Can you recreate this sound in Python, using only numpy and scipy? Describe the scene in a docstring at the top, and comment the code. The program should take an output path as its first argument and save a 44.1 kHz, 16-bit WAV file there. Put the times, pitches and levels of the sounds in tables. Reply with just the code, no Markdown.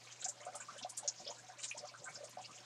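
"""Water trickles into the covered filter chamber of a home aquarium. Throughout, a pump hums at twice the
mains frequency over a rush of water, with faint fizz and gurgle from many small damped sines.
From 0.07 s air bubbles pop and from 0.11 s droplets splash, in runs of damped sines that ring the chamber's air:
a few bass modes and a dense flutter above. A strong bubble comes at 0.85 s, the strongest splash at 1.08 s,
a high bubble at 1.71 s; the last splash starts at 2.60 s. The small microphone is dull above 8 kHz."""
import sys
import numpy as np
from scipy import signal
from scipy.fft import rfft, irfft, next_fast_len
from scipy.io import wavfile
from scipy.ndimage import uniform_filter1d, map_coordinates

SR = 44100
rng = np.random.default_rng(int(sys.argv[2]) if len(sys.argv) > 2 else 0)


def digitize_waveform(pressure):
    """Quantize a signal to 16-bit integers and store it at the path in sys.argv[1].

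    Rows of a 2-D input are taken as channels; values are limited to [-1, 1].
    """
    field = np.atleast_2d(pressure).T
    bounded = np.clip(field, -1, 1)
    quanta = np.round(bounded * 32767).astype(np.int16)
    wavfile.write(sys.argv[1], SR, quanta)


N = 116865

# Bursts of air bubbles: t/s, level/dB (8 dB above the crest of the short-time rms), f/Hz at the crest,
# life of a pop/cycles, burst length/s, position of the crest (0-1), climb/octaves per burst
BUBBLE_BURSTS = [(0.071, -50.5, 2240, 2.5, 0.0041, 0.33, 0.35), (0.1002, -51.5, 2640, 2.3, 0.011, 0, 0.05),
                 (0.2255, -47, 1515, 5.5, 0.003, 0.24, 0.0026),
                 (0.2504, -49, 1480, 3.8, 0.012, 0.96, 0.018), (0.2523, -36.5, 734, 7, 0.015, 0.33, 0.12),
                 (0.2804, -47.5, 591, 5, 0.012, 0.43, 0.057), (0.3897, -47, 605, 4.7, 0.019, 1, -0.013),
                 (0.3983, -50.5, 2040, 4.6, 0.0048, 0.9, 0.13), (0.4117, -53, 1150, 11, 0.016, 0.3, -0.041),
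                 (0.425, -48.5, 726, 10.4, 0.031, 1, 0.012), (0.4304, -51, 2780, 3.5, 0.0032, 0.15, 0.089),
                 (0.466, -35.5, 626, 3.7, 0.0072, 0, 0.23), (0.484, -37.5, 616, 2.3, 0.006, 0.1, -0.077),
                 (0.4637, -46, 1300, 4.5, 0.029, 0.2, 0.055), (0.5174, -49.5, 605, 1.9, 0.014, 1, 0.24),
                 (0.5417, -40, 718, 3.1, 0.022, 0.53, 0.0052), (0.5446, -45.5, 1293, 7.2, 0.0066, 0.1, 0.1),
                 (0.5976, -43.5, 1600, 6.6, 0.00637, 0.54, 0.02),
                 (0.603, -51.5, 995, 8.9, 0.0091, 0.5, 0.16), (0.612, -50, 2420, 3.4, 0.014, 0.2, 0.12),
                 (0.684, -39, 1208, 7.1, 0.013, 0.25, 0.022), (0.7453, -45, 526, 2.8, 0.015, 0.96, -0.2),
                 (0.7483, -52, 1520, 5.4, 0.033, 0.53, 0.22), (0.815, -52, 253, 5, 0.015, 0.3, 0.19),
                 (0.8096, -48.5, 864, 4.8, 0.008, 0.06, -0.067),
                 (0.8465, -32.5, 739, 4.5, 0.007, 0.33, 0.14), (0.862, -51, 1000, 3.6, 0.0049, 0, -0.051),
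                 (0.9293, -53.5, 830, 2.6, 0.0023, 1, 0.36), (0.9887, -51.5, 1500, 2.3, 0.0069, 0.5, 0.042),
                 (1.027, -43, 732, 4, 0.0076, 0.5, 0.0077), (1.04, -40, 570, 5.4, 0.018, 0.44, -0.25),
                 (1.076, -50.5, 620, 2.34, 0.014, 0.69, 0.3), (1.196, -46, 726, 3.1, 0.021, 0.27, -0.36),
                 (1.26, -42.5, 514, 3.8, 0.018, 0.34, 0.32), (1.2874, -38, 594, 2.46, 0.016, 0.42, 0.044),
                 (1.3065, -43.5, 946, 3.7, 0.017, 0.33, 0.38), (1.3409, -53.5, 690, 5.1, 0.02, 0.2, 0.28),
                 (1.3609, -53, 1540, 6.6, 0.013, 0.9, 0.076), (1.4855, -45, 770, 4.7, 0.014, 0.2, -0.28),
                 (1.4929, -52, 610, 2.8, 0.032, 0.75, 0.23),
                 (1.4986, -50.5, 1570, 5.9, 0.0033, 0.5, 0.0088),
                 (1.588, -46, 2360, 1.5, 0.014, 0.24, 0.34), (1.7115, -33, 2420, 4.5, 0.00503, 0.02, 0.06),
                 (1.7453, -42.5, 585, 4.2, 0.014, 0.22, 0.16), (1.7595, -45.5, 916, 10.6, 0.012, 0, 0.23),
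                 (1.779, -59.5, 240, 5.6, 0.031, 0.77, 0.13), (1.7953, -49.5, 563, 3.6, 0.014, 0.7, 0.053),
                 (1.824, -38, 640, 1.95, 0.027, 0.75, 0.22), (1.8407, -49, 1255, 8.2, 0.014, 0.52, 0.14),
                 (1.8901, -51.5, 2570, 11.4, 0.0091, 0.37, 0.38),
                 (1.9152, -51.5, 641, 5.4, 0.012, 0, 0.076), (1.9394, -44, 1260, 5.4, 0.0086, 0, 0.11),
                 (2.0074, -53, 500, 3.5, 0.028, 0.84, 0.003), (2.0315, -50.5, 790, 3.6, 0.0092, 1.0, 0.22),
                 (2.0553, -39, 1585, 4.05, 0.035, 0.54, 0.037), (2.075, -46, 2086, 6.2, 0.024, 0.4, 0.036),
                 (2.0795, -46.5, 817, 4.9, 0.016, 0.04, -0.28), (2.144, -61, 255, 3.1, 0.024, 0.33, 0.041),
                 (2.1491, -52.5, 1540, 7.9, 0.012, 0.6, -0.049),
                 (2.1614, -49.5, 570, 3.3, 0.053, 0.24, 0.18), (2.203, -42, 553, 6.6, 0.012, 0.36, 0.061),
                 (2.227, -39, 574, 3.1, 0.01677, 0.39, 0.17), (2.3234, -56, 276, 2.2, 0.048, 0.57, -0.011),
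                 (2.371, -36, 740, 6.1, 0.0071, 0.1, -0.026), (2.394, -42.5, 760, 3.3, 0.016, 0.07, 0.14),
                 (2.385, -50, 976, 6.1, 0.013, 0.34, 0.1), (2.4379, -48.5, 2645, 6.5, 0.007, 0.7, 0.094),
                 (2.48, -48, 1171, 9.6, 0.013, 0.96, 0.16), (2.5267, -53, 2530, 8.9, 0.0044, 0.64, -0.066),
                 (2.5591, -54, 665, 4.7, 0.0062, 0.27, 0.3)]
# Droplet splashes: t/s, level/dB, f/Hz, life/cycles, burst length/s, position of the crest (0-1), as above
DROPLET_SPLASHES = [(0.1145, -44, 6000, 0.77, .0083, 1), (0.201, -39, 7530, 4.6, .018, 0.7),
                    (.222, -42.5, 3130, 1.4, .01, 0), (0.2433, -28.5, 6220, 1.4, .008, 0.1),
                    (0.284, -31, 7000, 4.6, .01, 0), (.286, -51.5, 10900, 2.4, .016, 0.1),
                    (0.401, -52, 7040, 6.5, .012, 0.7), (0.448, -46.5, 7530, 2.4, .0054, 1),
                    (0.5528, -39, 9240, 3.4, .005, 0.12), (.5531, -56, 12700, 3.5, .008, 0),
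                    (0.6025, -40.5, 7260, 15, .037, 0), (0.7805, -46, 8450, 1.5, .014, 0),
                    (0.7826, -44.5, 3180, 10, .0098, 0.07), (0.825, -40.5, 5250, 6.8, .011, 0),
                    (.8281, -39, 3640, 1.2, .0064, 0.4), (0.8936, -39.5, 9400, 2.1, .01, 0.36),
                    (.9732, -32.5, 8450, 2.6, .008, 0.33), (0.969, -44, 12000, 2.3, 0.013, 0.6),
                    (1.0772, -24, 5650, 3.3, 0.0033, 0.11), (1.1626, -47.5, 5060, 5, .024, 0.95),
                    (1.192, -46.5, 5800, 0.88, .016, 0.47), (1.246, -44, 4770, 12, .0086, .25),
                    (1.261, -41, 3190, 12, .012, 0.57), (1.275, -35.5, 5060, 15.4, .0057, 0.02),
                    (1.301, -40.5, 6600, 5, .0074, 0), (1.3799, -50.5, 7600, 4.2, .006, 0.6),
                    (1.582, -47.5, 6900, 1.2, .012, 0.4), (1.599, -44.5, 7900, 2.1, .013, 0.2),
                    (1.612, -52, 4660, 2.8, .012, 0.6), (1.628, -39.5, 3000, 0.8, .014, 0.58),
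                    (1.631, -32.5, 7100, 0.57, 0.018, 0.47), (1.675, -38, 6400, 3.4, .019, .5),
                    (1.703, -51.5, 9800, 9.2, .0049, 0.15), (1.699, -45, 5860, 3.9, .006, .3),
                    (1.775, -38.5, 6900, 0.78, .0085, 0.27), (1.7885, -40.5, 4930, 4.8, .0079, 0),
                    (1.872, -48, 6430, 2.2, .008, 0.1), (1.8807, -45, 4830, 7.7, .011, .46),
                    (1.978, -51, 6160, 1.7, .01, 0), (2.042, -40, 7600, 12, .006, 0.1),
                    (2.086, -52.5, 9500, 1, .02, 0.76), (2.129, -46, 7400, 3.5, .02, 0.74),
                    (2.1546, -39.5, 5060, 14, .002, 0), (2.234, -44.5, 7900, 0.83, .016, .7),
                    (2.293, -54, 12200, 6, .0055, 0.1), (2.302, -51, 6640, 2.6, .008, 0.8),
                    (2.34, -64, 7140, 2.6, .004, 0.4), (2.384, -52.5, 4360, 0.98, .012, 0),
                    (2.415, -49.5, 6960, 1.5, .008, 0.2), (2.443, -43, 4570, 5, .016, 0.32),
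                    (2.512, -51, 6600, 1.2, .006, .2), (2.533, -48, 6650, 1.2, .03, 0.76),
                    (2.572, -51.5, 3110, 12, .0061, 0.4), (2.603, -52, 5200, 4, .0018, 0.36)]
# Air modes of the chamber: f/Hz, relative level/dB, t60/s
AIR_MODES = [(508, -16, 0.37), (589.7, -2, 0.08), (641, -14.5, 0.1), (748.8, 4, 0.055), (891, -16, 0.13),
             (948, -6.5, 0.056), (1031, 3, 0.029), (1186, -1, 0.047), (1495, -2.5, 0.026),
             (1857, -14.5, 0.082), (2256, -11, 0.11), (2427, -7, 0.032)]
# Decay of the dense reflections: f/Hz, t60/s
FLUTTER_DECAY = [(800, 0.27), (2500, 0.094), (6000, 0.079), (9000, 0.13), (13000, 0.038)]
# Response of the microphone to the water's events: f/Hz, relative level/dB
MIC_RESPONSE = [(20, -51), (150, 11.5), (300, -7.5), (7000, 16), (9000, 2.5), (11000, -8.5), (16000, -24)]
# Pump hum: f/Hz, level/dB rms
PUMP_HUM = [(119.7, -73)]
# Spectrum of the rush of water: f/Hz, relative level/dB per Hz
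RUSH_SPECTRUM = [(12, -57), (20, -28), (64, -22), (87, -18.5), (119, -8), (282, -9), (440, -11.5),
                 (581, -3.5), (835, -9.5), (1200, -8.5), (2030, -10.5), (6740, -11.5), (15500, -43)]

# Pops and their bursts
ONSET_CYCLES = 0.9  # a bubble starts softly
RISE = 0.12  # pitch rise within a pop, as a fraction of its pitch per life
SCATTER_OCTAVES, SCATTER_DB = 0.07, 1  # standard deviations between the pops of a burst
OFF_CREST_DB = 16  # fall per burst length away from the crest
DROP_CLIMB_OCTAVES = 0.047  # per burst

# Chamber
DIRECT_DB, FLUTTER_DB, MODES_DB = 3, 9.5, -20
FLUTTER_FROM_HZ, FLUTTER_RISE_S, FLUTTER_LUMPS_DB = 850, 0.0005, 4
MODE_SPREAD_DB = 2.5  # random spread of mode strength between responses
STOP_S, STOP_WIDTH_S, STOP_DB = 0.031, 0.0078, -3.5  # a quick extra drop in the ringing

# Trickle
FIZZ_PER_S, FIZZ_HZ, FIZZ_OCTAVES, FIZZ_CYCLES = 200, 6570, 0.717, 2.5
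FIZZ_SPREAD_DB, FIZZ_DB = 15, -65
GURGLE_PER_S, GURGLE_HZ, GURGLE_OCTAVES, GURGLE_CYCLES = 120, 1115, 1.101, 6
GURGLE_SPREAD_DB, GURGLE_DB = 2, -68

# Background
RUSH_DB, RUSH_PATCHY_DB = -62.5, 2.5
TOP_HZ = 15700  # band limit


def bubbles():
    """Volume resonance: each air bubble rings as a damped sine at its own pitch."""
    return bursts(BUBBLE_BURSTS, count=5)


def droplets():
    """Impact resonance: splashes ring like bubbles, mostly higher, with a slight climb in pitch."""
    return bursts([(*row, DROP_CLIMB_OCTAVES) for row in DROPLET_SPLASHES], count=5)


def bursts(table, count):
    """Superposition: a quick run of pops, convolved with a randomly varied chamber response."""
    start, db, hz, cycles, length, crest_at, climb = np.transpose(table)[..., None]
    timing, loudness, tuning = rng.standard_normal((3, len(start), count))
    position = np.arange(count) * (1 + 0.10186 * timing) / (count - 1)
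    position = np.clip(position, 0, 1.1)
    gain = amp(SCATTER_DB * loudness - OFF_CREST_DB * abs(position - crest_at))
    pitch = hz * 2 ** (SCATTER_OCTAVES * tuning + climb * (position - crest_at))
    run = pops(pitch, cycles, size=4096, late=position * length)
    dry_bursts = (run * gain[..., None]).sum(axis=1)
    wet = signal.fftconvolve(dry_bursts, chamber(count=len(start)), axes=1)
    lead = 128  # samples of room for the microphone filter
    wet = microphone(np.pad(wet, ((0, 0), (lead, 0))))
    power = abs(uniform_filter1d(wet ** 2, size=300))
    crest = np.sqrt(power.max(axis=1, keepdims=True))
    return laid(wet * amp(db - 8) / crest, start[:, 0] - lead / SR)


def pops(hz, cycles, size, late=0):
    """Damped oscillation: sines of rising pitch, one row each, starting late seconds in."""
    hz = np.asarray(hz)[..., None]
    life = np.maximum(cycles, 0.5)[..., None]
    late = np.asarray(late)[..., None]
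    u = np.maximum(np.arange(size) / SR - late, 0) * hz  # time in cycles
    # The pitch rises for three lives, then stays 12 percent above nominal
    phase = u * (1 - RISE / 2 + RISE / 2 * np.minimum(u / life, 3))
    envelope = np.exp(-u / life) * (1 - np.exp(-u / ONSET_CYCLES))
    fade = np.hanning(2 * size)[size:]
    return np.sin(2 * np.pi * phase) * envelope * fade


def chamber(count):
    """Room acoustics: responses of direct sound, flutter and modes, one random variation per row."""
    size = SR // 5
    t = np.arange(size) / SR
    mode_gain = amp(MODES_DB + MODE_SPREAD_DB * rng.standard_normal((count, len(AIR_MODES))))
    response = flutter(count, t) + mode_gain @ air_modes(t)
    response *= amp(STOP_DB * (1 + np.tanh((t - STOP_S) / STOP_WIDTH_S)) / 2)
    response[:, 0] += amp(DIRECT_DB)
    return response


def air_modes(t):
    """Standing waves: each mode is a sine that falls by 60 dB in its t60."""
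    return np.array([amp(db - 60 * t / max(t60, 0.02)) * np.sin(2 * np.pi * hz * t)
                     for hz, db, t60 in AIR_MODES])


def flutter(count, t):
    """Diffuse reflection: lumpy noise that decays at a rate set by frequency."""
    size = len(t)
    hz, frames, z = signal.stft(rng.standard_normal((count, size)), SR, nperseg=128)
    t60 = np.maximum(along(FLUTTER_DECAY, hz), 0.02)[:, None]
    tail = signal.istft(z * amp(-60 * frames / t60), SR, nperseg=128)[1][:, :size]
    lumps = unit(uniform_filter1d(rng.standard_normal((count, size)), size=30))
    tail = tail * amp(FLUTTER_LUMPS_DB * lumps)
    tail = tail * (1 - np.exp(-t / FLUTTER_RISE_S))
    tail = filtered(tail, lambda f: f ** 4 / (f ** 4 + FLUTTER_FROM_HZ ** 4))
    return tail * amp(FLUTTER_DB) / np.linalg.norm(tail, axis=1, keepdims=True)


def microphone(x):
    """Transducer response: the small microphone colours the water's events."""
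    return filtered(x, lambda f: amp(along(MIC_RESPONSE, f)))


def fizz():
    """Incoherent summation: many tiny droplets merge into a fine fizz."""
    return amp(FIZZ_DB) * swarm(FIZZ_PER_S, FIZZ_HZ, FIZZ_OCTAVES, FIZZ_CYCLES, FIZZ_SPREAD_DB, size=256)


def gurgle():
    """Incoherent summation: lower, longer pops merge into a gurgle."""
    return amp(GURGLE_DB) * swarm(GURGLE_PER_S, GURGLE_HZ, GURGLE_OCTAVES, GURGLE_CYCLES,
                                  GURGLE_SPREAD_DB, size=1024)


def swarm(per_s, hz, octaves, cycles, spread_db, size):
    """Random superposition: pops at random times, rms 1, shared among four random chamber responses."""
    count = round(per_s * N / SR)
    start = rng.random(count) * N / SR
    pitch = np.clip(hz * 2 ** (octaves * rng.standard_normal(count)), 150, 14000)
    gain = amp(spread_db * rng.random(count))
    rows = pops(pitch, np.full(count, cycles), size=size) * gain[:, None]
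    wet = np.zeros(N)
    for k, response in enumerate(chamber(count=4)):
        wet += signal.fftconvolve(laid(rows[k::4], start[k::4]), response)[:N]
    return unit(microphone(wet))


def pump_hum():
    """Forced vibration: a sine at twice the mains frequency, nearly steady in level and phase."""
    t = np.arange(N) / SR
    hum = np.zeros(N)
    for hz, db in PUMP_HUM:
        level = amp(db + 0.72 * wobble(4.43)) * np.sqrt(2)  # rms to peak
        hum += level * np.sin(2 * np.pi * hz * t + 0.041 * wobble(3.4))
    return hum


def water_rush():
    """Broadband flow noise: shaped noise that breathes in patches of time and frequency."""
    z = signal.stft(rng.standard_normal(N), nperseg=512)[2]
    field = uniform_filter1d(rng.standard_normal(z.shape), size=14, axis=0)
    field = uniform_filter1d(field, size=6, axis=1)
    patchy = signal.istft(z * amp(RUSH_PATCHY_DB * unit(field)), nperseg=512)[1][:N]
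    rush = unit(filtered(patchy, lambda f: amp(along(RUSH_SPECTRUM, f))))
    return amp(RUSH_DB + 1.53 * wobble(12.15)) * rush


def amp(db):
    """Level definition: dB to amplitude gain."""
    return 10 ** (np.asarray(db) / 20)


def unit(x):
    """Normalisation: scale to rms 1."""
    return x / np.sqrt(np.mean(x ** 2) + 1e-20)


def along(points, hz):
    """Interpolation: (f/Hz, value) points joined on a logarithmic frequency axis."""
    f, value = np.transpose(points)
    return np.interp(np.log(hz + 1), np.log(f + 1), value)


def wobble(rate):
    """Slow modulation: a smooth random curve with rate knots a second."""
    knots = rng.standard_normal(int(N * rate / SR) + 4)
    return map_coordinates(knots, [np.arange(N) * rate / SR])


def filtered(x, response):
    """Linear filtering: multiply the spectrum of x by a response of frequency."""
    n = x.shape[-1]
    m = next_fast_len(n + 8192)
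    spectrum = rfft(x, m) * response(np.fft.rfftfreq(m, 1 / SR))
    return irfft(spectrum, m)[..., :n]


def laid(rows, start):
    """Superposition: sum rows into the timeline at their start times in seconds."""
    at = np.round(start * SR).astype(int)[:, None] + np.arange(rows.shape[1])
    return np.bincount(at.ravel(), rows.ravel(), N + SR)[:N]


def scene():
    """Superposition of all sources in one channel."""
    water = bubbles() + droplets() + fizz() + gurgle()
    return (water + pump_hum() + water_rush())[None]


def record(dry):
    """Band limitation: nothing is kept above the limit."""
    return filtered(dry, lambda hz: hz < TOP_HZ)


dry = scene()
out = record(dry)
digitize_waveform(out)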